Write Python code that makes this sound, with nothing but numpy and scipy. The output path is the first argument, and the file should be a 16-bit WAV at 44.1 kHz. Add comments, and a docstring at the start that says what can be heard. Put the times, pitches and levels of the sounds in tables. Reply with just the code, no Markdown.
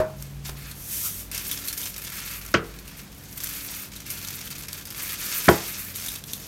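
"""A bowl is bumped over the hum of a kitchen appliance; then salt hisses onto a joint of pork in a thin
foil roasting pan, countless grains merging into one stream. A gloved hand, first on the salt tub and
then on the meat, rubs it in: the glove sticks and slips, grinding the grains, while creases in glove
and foil crinkle. Twice the meat shifts and the pan buckles with a knock."""
import sys
import numpy as np
from scipy import signal
from scipy.fft import rfft, irfft
from scipy.io import wavfile
from scipy.ndimage import uniform_filter1d

SR = 44100
rng = np.random.default_rng(int(sys.argv[2]) if len(sys.argv) > 2 else 0)


def output_pcm(signal):
    """Save a mono or channel-first signal as 16-bit PCM at the path in sys.argv[1].

    Samples are clipped to [-1, 1] before scaling.
    """
    pcm = np.clip(np.atleast_2d(signal).T, -1, 1) * 32767
    wavfile.write(sys.argv[1], SR, np.round(pcm).astype(np.int16))


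N = 285327
TIME = np.arange(N) / SR


def undb(db):
    return 10 ** (np.asarray(db) / 20)


def unit(x):
    """Scale to rms 1."""
    return x / np.sqrt(np.mean(x ** 2))


def at_hz(points, hz):
    """Read (Hz, value) points on a log-frequency axis."""
    f, value = np.transpose(points)
    return np.interp(np.log(hz + 1), np.log(f), value)


def colour(x, points):
    """Minimum-phase EQ that keeps the power of white noise. Each point: frequency in Hz, gain in dB."""
    log_gain = at_hz(points, np.fft.rfftfreq(4096, 1 / SR)) * np.log(10) / 20
    cepstrum = irfft(log_gain)
    cepstrum[1:len(log_gain) - 1] *= 2
    cepstrum[len(log_gain):] = 0
    response = irfft(np.exp(rfft(cepstrum)))
    return signal.fftconvolve(x, response / np.linalg.norm(response))[:len(x)]


def resonate(x, hz, width_hz):
    """Two identical two-pole resonances in series, gain 1 at the centre."""
    peak = signal.iirpeak(hz, hz / width_hz, fs=SR)
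    return signal.lfilter(*peak, signal.lfilter(*peak, x))


def add(out, start_s, x):
    """Mix x in at its start time."""
    i = int(start_s * SR)
    out[i:i + len(x)] += x[:N - i]


def walk(turns_per_s):
    """Slow random drift with a spread of about 1."""
    knots = rng.standard_normal(N // 8)
    return 1.22 * np.interp(TIME * turns_per_s, np.arange(len(knots)), knots)


def ring(modes, t):
    """Decaying modes after one blow, alternating in polarity."""
    return sum((-1) ** k * undb(db) * np.sin(2 * np.pi * hz * t) * np.exp(-np.log(1000) * t / t60)
               for k, (hz, db, t60) in enumerate(modes))


def diffuse(t60_scale):
    """A dense tail of energy 1; the low mids ring longest."""
    # Each row: frequency in Hz, T60 in seconds before scaling.
    decays = [(100, 0.15), (700, 0.41), (2000, 0.18), (6000, 0.14), (15000, 0.14)]
    t = np.arange(SR // 2) / SR
    hz = np.fft.rfftfreq(len(t), 1 / SR)
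    noise, out = rfft(rng.standard_normal(len(t))), 0
    for centre_hz, t60 in decays:
        share = at_hz([(f, float(f == centre_hz)) for f, _ in decays], hz)
        out += irfft(noise * share, len(t)) * np.exp(-np.log(1000) * t / (t60 * t60_scale))
    return out / np.linalg.norm(out)


def grains(per_s, spread_db):
    """Tiny impacts at random moments; more spread makes a few stand out."""
    sizes = undb(spread_db * np.minimum(rng.exponential(size=N), 5))
    return unit((rng.random(N) < per_s / SR) * sizes * rng.standard_normal(N))


def kitchen(rumble_db, waver_db):
    """Low room rumble and a wavering appliance hum, with a few low tones that swell and fade."""
    # Each row: frequency in Hz, gain in dB.
    rumble_eq = [(10, -55), (22, -29), (36, -0.5), (55, 3), (90, -3), (170, 1.5), (260, -6.5), (400, -9.5),
                 (800, -16), (2000, -18), (6000, -23), (15000, -29)]
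    # Each row: frequency in Hz, rms level in dB.
    hum_tones = [(53, -56), (95, -54.5), (140, -55), (199, -55.5), (280, -62)]
    # Each row: crest time in seconds, frequency in Hz, rms level there in dB, half length in seconds.
    low_tones = [(0.354, 140, -42.5, 0.38), (0.45, 59, -44, 0.39), (2.66, 51.25, -44.5, 0.38)]
    rumble = colour(rng.standard_normal(N), rumble_eq) * undb(rumble_db + 0.5 * walk(2.63))
    hum = sum(undb(db + waver_db * walk(3.04)) * np.sin(2 * np.pi * hz * TIME + 0.47 * walk(3.5))
              for hz, db in hum_tones)
    for crest, hz, db, half_length in low_tones:
        swell = undb(db) * np.exp(-((TIME - crest) / half_length) ** 2)
        hum += swell * np.sin(2 * np.pi * hz * TIME + 0.18 * walk(6.7))
    return rumble + np.sqrt(2) * hum


def bowl_bump(ring_db, thud_db):
    """A dull bump sets the bowl ringing, one mode clear above the rest."""
    # Each row: frequency in Hz, relative level in dB, T60 in seconds.
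    modes = [(368, -5.5, 0.14), (506, -8, 0.2), (628, 4.5, 0.23), (1090, -34, 0.3), (1160, -16, 0.27),
             (1370, -28, 0.29), (2390, -35, 0.55)]
    thud_eq = [(50, 8), (300, 1.5), (600, -2), (1500, -0.5), (2800, -17.5), (9000, -24), (15000, -26)]
    out, t = np.zeros(N), np.arange(SR // 2) / SR
    thud = colour(diffuse(t60_scale=0.99), thud_eq)
    add(out, 0.001, undb(ring_db) * ring(modes, t) + undb(thud_db) * thud)
    return out


def glove_strokes(attack_s, release_s, resting_db):
    """Level, drag and catch over time, in dB: each stroke takes hold, presses or eases, and lifts."""
    # Each row: start and length in seconds, then in dB: level, its change along the stroke,
    # relative amount of dull drag, catch (the spread of slip sizes).
    strokes = [(0.17, 0.095, -48.5, 0.5, -8, -7), (0.436, 0.028, -44, 9, -7, -2),
               (0.554, 0.15, -48, 2, 0, -7.5), (1.312, 0.11, -37, 1, -5, -5),
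               (1.436, 0.17, -30.5, -6, -9.5, 3), (1.612, 0.13, -37, 0, -7, 6.5),
               (1.767, 0.097, -33, 2, -13, 3.5), (1.919, 0.16, -40.5, 4, -6.5, 6.5),
               (2.105, 0.094, -37.5, 3.5, -3, 3), (2.212, 0.14, -38, 2.5, -3.5, 2),
               (2.367, 0.15, -41.5, -4, -2, 6), (2.626, 0.38, -51, -1.5, 0.5, 6.5),
               (2.955, 0.034, -44.5, 3, -4, 4), (3.104, 0.46, -51.5, 9.5, -9, 3),
               (3.342, 0.12, -43, 10.5, -7.5, 6), (3.484, 0.35, -36, -2.5, -6, 1),
               (3.908, 0.1, -43, 0, -6, 9), (4.05, 0.43, -37.5, -0.5, -5.5, 4.5),
               (4.486, 0.13, -42.5, 5.5, -5, 8), (4.667, 0.13, -43, 3, -4, 5),
               (4.858, 0.1, -42.5, 3, -6.5, 8), (4.957, 0.18, -35, 3, -5, 3.5),
               (5.173, 0.23, -33, 4.5, -6, -16), (5.423, 0.49, -30.5, -8.5, -4.5, -15),
               (5.933, 0.13, -38, 7, -10.5, 4), (6.101, 0.073, -33.5, -7, -8, 4),
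               (6.256, 0.26, -40, -1.5, -14, 0)]
    power = []
    for start, length, db, change_db, _, _ in strokes:
        t = TIME - start
        envelope = np.clip(t / attack_s, 0, 1) * np.exp(-np.maximum(t - length, 0) / release_s)
        pressure = undb(db + change_db * np.clip(t / length, 0, 1))
        power.append((envelope * pressure) ** 2)
    power = np.array(power) + undb(resting_db) ** 2 / len(strokes)  # the hand is never quite still
    total = power.sum(axis=0)
    drag_db, catch_db = np.array(strokes)[:, -2:].T @ power / total  # the loudest stroke leads
    return 10 * np.log10(total), drag_db, catch_db


def rubbing(level_db, drag_db, catch_db, slips_per_s, slip_s):
    """The glove sticks and lets go; each sharp slip grinds a burst of grains and drags the skin."""
    # Dry grains, then dragged skin. Each row: frequency in Hz, gain in dB.
    grain_eq = [(1500, -14), (3300, -6), (4700, -5.5), (6000, -2), (8300, -4.5), (9600, -4), (10400, -5),
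                (11600, 0), (12900, 0), (14200, -3), (15700, -7)]
    skin_eq = [(300, -14), (850, -19), (1250, -2), (1900, -2), (2550, 0.5), (3200, -8.5), (4500, -4),
               (9000, -50)]
    t = np.arange(SR // 40) / SR
    lets_go = rng.random(N) < slips_per_s / SR
    releases = lets_go * undb(2 * catch_db * np.minimum(rng.exponential(size=N), 2.8))
    power = np.abs(signal.fftconvolve(releases, np.exp(-t / slip_s))[:N]) + 1.4  # some always slide
    slips = np.sqrt(power / uniform_filter1d(power, size=2200))
    grind = colour(grains(per_s=14000, spread_db=1.2), grain_eq)
    coarse = signal.sosfiltfilt(signal.butter(2, 8000, fs=SR, output="sos"), grind)
    fine = grind - coarse
    sway_db = 2.8 * walk(70)  # the mix of crystals under the fingers keeps changing
    salt = coarse * undb(sway_db) + fine * undb(-sway_db)
    skin = colour(grains(per_s=8000, spread_db=1.5), skin_eq)
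    pressure_db = walk(25)  # the hand never presses evenly
    return (salt + skin * undb(drag_db - 2)) * slips * undb(level_db + pressure_db - 0.5)


def small_creases(level_db, per_s, decay_s, low_hz, high_hz):
    """Rows for crinkling(): lesser creases give way at random, as strong as the stroke bending them."""
    chance = rng.random((int(per_s * N / SR), 2))
    return [(when * N / SR, level_db[int(when * N)], low_hz + pitch * (high_hz - low_hz), decay_s)
            for when, pitch in chance]


def crinkling(lesser_creases, ring_db, best_hz, ring_db_per_octave):
    """A crease in glove or foil gives way in a run of cracks that ring the small facet beside it."""
    # Each row: start in seconds, opening level in dB, facet pitch in Hz, decay time in seconds.
    loud_creases = [(0.2245, -26.5, 5900, 0.0016), (0.7135, -33.5, 4250, 0.0065),
                    (1.315, -28.5, 2460, 0.0074), (1.3464, -26, 2650, 0.0087), (1.378, -24, 5700, 0.0058),
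                    (1.513, -24, 3480, 0.01), (1.683, -24, 4350, 0.011), (1.7276, -27.5, 5700, 0.0084),
                    (1.777, -27, 6870, 0.0082), (1.831, -30, 3650, 0.003), (1.942, -31.5, 5630, 0.0029),
                    (1.9625, -32.5, 6090, 0.004), (2.048, -32, 6520, 0.011), (2.463, -32, 5640, 0.0035),
                    (2.7887, -36.5, 4200, 0.0025), (2.877, -38, 2720, 0.012), (3.327, -35.5, 6460, 0.0039),
                    (3.962, -35, 3900, 0.01), (4.064, -33, 2560, 0.0042), (4.102, -26, 2600, 0.011),
                    (4.248, -29.5, 3850, 0.004), (4.285, -26, 6400, 0.003), (4.51, -32.5, 4700, 0.0051),
                    (4.684, -29.5, 2330, 0.0042), (4.73, -23, 4600, 0.002), (4.854, -33, 5060, 0.0075),
                    (4.904, -30.5, 5020, 0.0047), (5.958, -25.5, 6550, 0.0036), (6.084, -26.5, 3770, 0.007),
                    (6.158, -28.5, 3880, 0.0041), (6.239, -30.5, 3930, 0.0028), (6.3334, -21, 3960, 0.0033)]
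    # Each row: frequency in Hz, gain in dB.
    crack_eq = [(250, 1), (750, -17), (1400, -4), (3500, 0), (6000, 5.5), (8200, 1), (9600, 7.5),
                (10400, 2), (12800, 8), (15700, -8)]
    out, t = np.zeros(N), np.arange(SR // 14) / SR
    for start, db, hz, decay_s in loud_creases + lesser_creases:
        noise, ripple = rng.standard_normal((2, len(t)))
        fade = np.exp(-t / decay_s)
        cracks = noise * undb(2.5 * ripple) * fade
        facet = unit(resonate(cracks, hz, width_hz=900))
        facet_db = ring_db + ring_db_per_octave * abs(np.log2(hz / best_hz))  # mid sizes ring best
        crinkle = unit(colour(cracks, crack_eq)) + undb(facet_db) * facet
        add(out, start, undb(db) * np.sqrt(np.mean(fade ** 2)) * crinkle)
    return out


def tub_tap(at_s, db, half_length_s):
    """The cardboard salt tub lands in the other hand with a short, dead tap."""
    cardboard_eq = [(80, 5), (250, 1), (1000, -3.5), (1800, -12), (4000, -11), (12000, -19)]
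    push = np.exp(-((TIME - at_s) / half_length_s) ** 2) * rng.standard_normal(N)
    return undb(db) * colour(push, cardboard_eq)


def pouring(hollow_hz, hollow_db, slide_at_s, slide_half_s):
    """Grains leaving the spout merge into a hiss; salt sliding down the tub sounds its hollow."""
    # The stream's fader. Each row: time in seconds, level in dB.
    fader = [(0.75, -47), (0.822, -40), (0.866, -38.5), (0.928, -29.5), (1.026, -30.5), (1.064, -26),
             (1.122, -36), (1.208, -35.5), (1.272, -50.5), (1.295, -57)]
    # Each row: frequency in Hz, gain in dB.
    hiss_eq = [(900, -20), (1900, -10), (2800, -8.5), (4900, -7.5), (5700, -2.5), (8500, -3), (9800, 0),
               (10400, -3), (11300, 2), (12800, 2.5), (15600, -5)]
    times, levels = np.transpose(fader)
    gate = uniform_filter1d(1. * ((TIME >= times[0]) & (TIME <= times[-1])), size=400)  # soft edges
    flow = grains(per_s=24000, spread_db=0)
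    stream_db = np.interp(TIME, times, levels) + 0.24 * walk(60)
    stream = colour(flow, hiss_eq) * undb(stream_db) * gate
    hollow = unit(resonate(flow, hollow_hz, width_hz=320))
    slide = np.exp(-((TIME - slide_at_s) / slide_half_s) ** 2)
    return stream + hollow * undb(hollow_db) * slide


def pan_buckling(mode_db, crack_db, rattle_db, crack_s, dense_above_hz):
    """The pan buckles with two knocks: a short crack, its modes, the wrinkled sheet's dense ring."""
    # The loaded pan. Each row: frequency in Hz, relative level in dB, T60 in seconds.
    modes = [(81, -1.5, 0.19), (126.6, -5.5, 0.24), (165, -7, 0.31), (198.7, 0.5, 0.19), (332, -5.5, 0.34),
             (366.5, 4, 0.069), (418.3, -4, 0.27), (462, -5.5, 0.36), (549, 13.5, 0.029), (672, 5, 0.11),
             (829, -3.5, 0.23), (870, -17, 0.088), (963, -3, 0.16), (1118, 5, 0.096), (1317, 2, 0.1),
             (1412, 1.5, 0.13), (1462, -1, 0.14), (1510, 0, 0.11), (1870, -25, 0.68), (1970, -13, 0.39),
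             (2194, -28, 0.25), (2320, -37, 0.66), (2650, -22, 0.17), (3184, 8.5, 0.11)]
    # Each knock is layered from frequency bands that start together or moments apart.
    # Each row: start in seconds, gain in dB, the band's low and high edges in Hz, ring time scale.
    knock_bands = [(2.5408, -16.5, 3080, 6600, 0.97), (2.5408, -1, 1160, 1610, 0.89),
                   (2.542, -1, 80, 513, .8), (2.5429, -8.5, 1350, 2870, 1), (2.549, -13, 1070, 3200, 1.0),
                   (2.571, -18, 373, 537, 0.75), (5.479, 5, 70, 272, 0.96), (5.483, 0, 1120, 2070, 1),
                   (5.4861, 6, 255, 469, 0.39), (5.487, -15, 2850, 7650, 0.39),
                   (5.487, 0.5, 570, 1080, 0.74), (5.509, 1, 303, 490, 0.57)]
    out, t = np.zeros(N), np.arange(SR // 2) / SR
    body = undb(mode_db) * ring(modes, t)
    sheet = signal.butter(2, dense_above_hz, "highpass", fs=SR, output="sos")  # leaves bass to the modes
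    for start, db, low_hz, high_hz, t60_scale in knock_bands:
        crack = rng.standard_normal(len(t)) * np.exp(-t / crack_s)
        rattle = signal.sosfilt(sheet, undb(crack_db) * crack + undb(rattle_db) * diffuse(t60_scale))
        band = signal.butter(3, [low_hz, high_hz], "bandpass", fs=SR, output="sos")
        add(out, start, undb(db) * signal.sosfilt(band, body + rattle))
    return out


def scene():
    """Everything is close and in mono; the kitchen adds a short, soft echo."""
    level_db, drag_db, catch_db = glove_strokes(attack_s=0.018, release_s=0.04, resting_db=-58.5)
    hands = rubbing(level_db, drag_db, catch_db, slips_per_s=330, slip_s=0.005)
    hands += tub_tap(at_s=0.495, db=-27.5, half_length_s=0.0041)
    salt = pouring(hollow_hz=1380, hollow_db=-44, slide_at_s=1.056, slide_half_s=0.022)
    knocks = pan_buckling(mode_db=-19.5, crack_db=5, rattle_db=20.5, crack_s=0.0039, dense_above_hz=142)
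    knocks += bowl_bump(ring_db=-19, thud_db=1.5)
    echo = diffuse(t60_scale=1.14)
    background = kitchen(rumble_db=-46.5, waver_db=3)
    creases = small_creases(level_db, per_s=7, decay_s=0.005, low_hz=2640, high_hz=7200)
    near = hands + salt + crinkling(creases, ring_db=-4, best_hz=3700, ring_db_per_octave=-17)
    room = signal.fftconvolve(undb(-8.5) * near + undb(-23.5) * knocks, echo)[:N]
    return (near + knocks + room + background)[None]


def record(dry):
    """Clip at full scale, then cut the top steeply above 15.8 kHz."""
    top_cut = signal.ellip(10, 0.2, 70, 15800, fs=SR, output="sos")
    return signal.sosfilt(top_cut, np.clip(dry, -1, 1))


dry = scene()
out = record(dry)
output_pcm(out)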